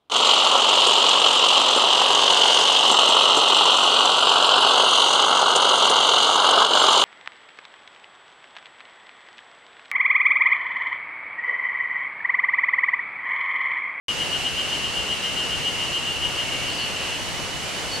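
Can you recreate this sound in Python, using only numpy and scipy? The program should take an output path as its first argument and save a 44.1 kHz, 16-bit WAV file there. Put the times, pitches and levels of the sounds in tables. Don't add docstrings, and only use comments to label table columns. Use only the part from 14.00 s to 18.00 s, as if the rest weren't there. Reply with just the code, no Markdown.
import sys
import numpy as np
from scipy import signal
from scipy.fft import rfft, irfft
from scipy.io import wavfile
from scipy.ndimage import uniform_filter1d

SR = 44100
rng = np.random.default_rng(int(sys.argv[2]) if len(sys.argv) > 2 else 0)


def persist_wave(psi):
    counts = np.round(np.clip(psi, -1, 1) * 32767).astype(np.int16)
    wavfile.write(sys.argv[1], SR, np.atleast_2d(counts).T)


N = 176400


def amp(db):
    return 10 ** (np.asarray(db) / 20)


def unit(x):
    return x / np.sqrt(np.mean(x ** 2) + 1e-20)


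def read_spectrum(points, hz):
    f, value = np.transpose(points)
    return np.interp(np.log(hz + 1), np.log(f + 1), value)


def clock():
    return np.arange(N) / SR


def drift(hz):
    f = np.fft.rfftfreq(N, 1 / SR)
    return unit(irfft(rfft(rng.standard_normal(N)) * np.exp(-(f / hz) ** 2), N))


def pan(db):
    return amp([[db / 2], [-db / 2]])


def resonate(x, hz, width_hz):
    turn = np.exp(2j * np.pi * np.cumsum(hz) / SR)
    pole = np.exp(-np.pi * width_hz / SR)
    return 2 * (turn * signal.lfilter([1 - pole], [1, -pole], x / turn + 1e-18)).real


def wood_echoes(x, t60_s=.4, build_s=.008):
    t = np.arange(SR // 2) / SR
    taps = rng.standard_normal((2, len(t))) * (rng.random((2, len(t))) < .1)
    tail = taps * np.exp(-np.log(1000) * t / t60_s) * np.minimum(t / build_s, 1)
    wet = signal.fftconvolve(x[None], tail, axes=1)[:, :N]
    return wet * x.std() / wet.std(axis=1, keepdims=True)


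# centre_s, relative_level_db, top_click_rate_hz, half_length_s
SONG_THROBS = [(0.094, -1, 262, .024), (0.217, -1.5, 261.5, .025), (.347, -0.9, 261.2, 0.028),
               (.466, 0, 261.5, 0.024), (.597, 0.6, 260.4, 0.026), (.734, -1.5, 258.8, .030),
               (0.861, -2, 259.5, .031), (.986, -1.8, 258.1, .033), (1.118, -1.5, 260.5, 0.029),
               (1.26, -0.4, 259.6, 0.029), (1.394, -1, 259, .031), (1.534, -1.5, 259.6, .030),
               (1.675, -1, 261, 0.032), (1.818, -2, 258.4, .033), (1.96, 0.1, 260, .030),
               (2.092, -1.2, 257.5, .033), (2.246, 0.1, 260.5, .029), (2.401, -0.5, 260, .025),
               (2.54, -3.5, 257.5, .027), (2.689, -4.5, 256, .033), (2.83, -4.5, 250.8, .035),
               (2.995, -10.5, 243.6, .030), (3.115, -8.5, 245, 0.0364)]
# time_s, scatter_ms
CLICK_SCATTER = [(.1, .011), (2.7, .011), (2.83, .07), (3.15, .1)]


def cicada(rest_rate_hz=241.5, between_throbs_db=-9.6, end_s=3.16, release_s=.028, level_db=-24):
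    t = clock()
    rate, level = np.full(N, rest_rate_hz), np.full(N, amp(between_throbs_db))
    for centre, db, top_hz, half in SONG_THROBS:
        away = abs(t - centre) / (half * np.where(t < centre, .92, 1))
        rate += (top_hz - rest_rate_hz) * np.exp(-(away / 1.5) ** 4.2)
        level += (amp(db) - amp(between_throbs_db)) * np.exp(-away ** 2.7)
    level *= np.exp(-np.maximum(t - end_s, 0) / release_s)
    cycles = np.cumsum(rate * (1 + .004 * drift(64))) / SR
    slip, size = rng.standard_normal((2, N))[:, :int(cycles[-1])]
    due_s = np.interp(np.arange(len(slip)), cycles, t)
    slack = 1 - (rate - rest_rate_hz) / (rate.max() - rest_rate_hz)
    scatter_ms = np.interp(due_s, *np.transpose(CLICK_SCATTER)) + .044 * np.interp(due_s, t, slack ** 2)
    position = np.clip((due_s + slip * scatter_ms / 1000) * SR, 0, N - 2)
    clicks, sample, strength = np.zeros(N), position.astype(int), amp(.7 * size)
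    clicks[sample] += strength * (1 - position % 1)
    clicks[sample + 1] += strength * (position % 1)
    ring_hz = 2797 + 8.3 * (rate - rest_rate_hz)
    tight, broad = (resonate(resonate(clicks, ring_hz, width_hz), ring_hz, width_hz)
                    for width_hz in (170, 400))
    looseness = np.minimum(np.interp(t, position / SR, scatter_ms) / .09, 1) ** 2
    ring = (1 - looseness) * tight + looseness * broad
    ring_rms = np.sqrt(uniform_filter1d(ring ** 2, size=3000) + 1e-14)
    buzz = level * ring / ring_rms
    return amp(level_db) * pan(db=3) * (buzz + amp(-8.3) * wood_echoes(buzz))


def far_insect(pitch_hz=2950, swing_hz=35.3, throb_hz=7.4, blur_hz=590, blur_db=-37.5, tone_db=-38.5):
    t, f = clock(), np.fft.rfftfreq(N, 1 / SR)
    throb = np.sin(2 * np.pi * throb_hz * t + .63 * drift(1.2))
    pitch = pitch_hz + swing_hz * throb + 18 * drift(100.3)
    tone = np.sin(2 * np.pi * np.cumsum(pitch) / SR)
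    band = 1 / (1 + ((f - pitch_hz) / blur_hz) ** 2) ** 2
    blur = irfft(rfft(rng.standard_normal((2, N))) * band, N)
    blur = unit(blur + .36 * blur[::-1])
    echoing_tone = unit(tone + amp(-2) * wood_echoes(tone))
    return pan(db=-1.5) * (amp(blur_db) * blur + amp(tone_db) * echoing_tone)


# frequency_hz, relative_density_db
AIR_SPECTRUM = [(15, -21), (28, -8), (45, -7.5), (70, 4.5), (130, 2), (250, -3), (500, -2.5), (800, -3),
                (1200, -4.5), (1750, -5), (2150, -3.5), (2500, -7.5), (3500, -9.5), (4300, -7),
                (5000, -9.5), (6500, -10.5), (8000, -14), (10000, -19), (12500, -28.5), (15000, -39)]
# frequency_hz, correlation
AIR_CORRELATION = [(50, -0.55), (100, -0.67), (170, 0.17), (290, 0.91), (640, 0.56), (1410, 0.37),
                   (3100, 0.72), (6820, 0.21), (10000, 0.55), (12500, 0.98)]
# frequency_hz, left_minus_right_db
AIR_BALANCE = [(60, 6.5), (110, 2), (200, 3), (380, 1.5), (700, 0), (1290, -1), (2380, -1.6), (4400, -1.4),
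               (8120, -.2)]
# centre_s, half_length_s, frequency_hz, boost_db
RUMBLE_SWELLS = [(2.235, 0.044, 85, 7.5), (2.6, 0.3, 34, 6), (3.33, 0.054, 120, 8)]


def trees_and_rumble(level_db=-30, patch_db=.6, wander_db=.35, swell_octaves=.53):
    size, hop = 2048, 512
    frames, hz = N // hop + 2, np.fft.rfftfreq(size, 1 / SR)
    left_re, left_im, other_re, other_im, patches = rng.standard_normal((5, frames, len(hz)))
    patches = uniform_filter1d(patches, size=10, axis=0)
    patches = unit(uniform_filter1d(patches, size=16, axis=1))
    alike = np.clip(read_spectrum(AIR_CORRELATION, hz), -.99, .99)
    left = left_re + 1j * left_im
    right = alike * left + np.sqrt(1 - alike ** 2) * (other_re + 1j * other_im)
    lean = amp(read_spectrum(AIR_BALANCE, hz) / 2)
    t, octaves = np.arange(frames)[:, None] * hop / SR, np.log2(hz + 1)
    swells = sum(db * np.exp(-((t - centre) / half) ** 2 - ((octaves - np.log2(f)) / swell_octaves) ** 2)
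                 for centre, half, f, db in RUMBLE_SWELLS)
    colour = amp(read_spectrum(AIR_SPECTRUM, hz) + patch_db * patches + swells)
    spectra = np.array([left * lean, right / lean]) * colour
    _, noise = signal.istft(spectra, nperseg=size, noverlap=size - hop, time_axis=1, freq_axis=2)
    return amp(level_db + wander_db * drift(6)) * unit(noise[:, :N])


# centre_s, length_s, pitch_hz, glide_hz, level_db, waver_hz
BIRD_NOTES = [(1.287, 0.19, 2110, 13, -41, 40.8), (1.762, .16, 2090, -59.5, -41, 40),
              (2.547, .36, 2233, 69, -37, 55), (2.72, 0.157, 4590, 100, -40, 202.5),
              (2.813, 0.104, 4372, -100, -33.5, 171.6), (3.691, 0.2, 2396, 19, -38, 54.8),
              (3.942, 0.081, 4430, -41, -28, 112)]


def birds(echo_db=-6):
    t, notes = clock(), np.zeros(N)
    for centre, length, hz, glide_hz, db, waver_hz in BIRD_NOTES:
        progress = np.clip((t - centre) / length, -.5, .5)
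        pitch = hz + glide_hz * progress + waver_hz * drift(198)
        notes += amp(db) * np.cos(np.pi * progress) * np.sin(2 * np.pi * np.cumsum(pitch) / SR)
    return notes + amp(echo_db) * wood_echoes(notes)


def scene():
    return cicada() + far_insect() + trees_and_rumble() + birds()


def record(dry, start_s=.083, cutoff_hz=15300):
    lowpass = signal.firwin(511, cutoff_hz, window=("kaiser", 9), fs=SR)
    return signal.oaconvolve(dry * (clock() >= start_s), lowpass[None], "same")


dry = scene()
out = record(dry)
persist_wave(out)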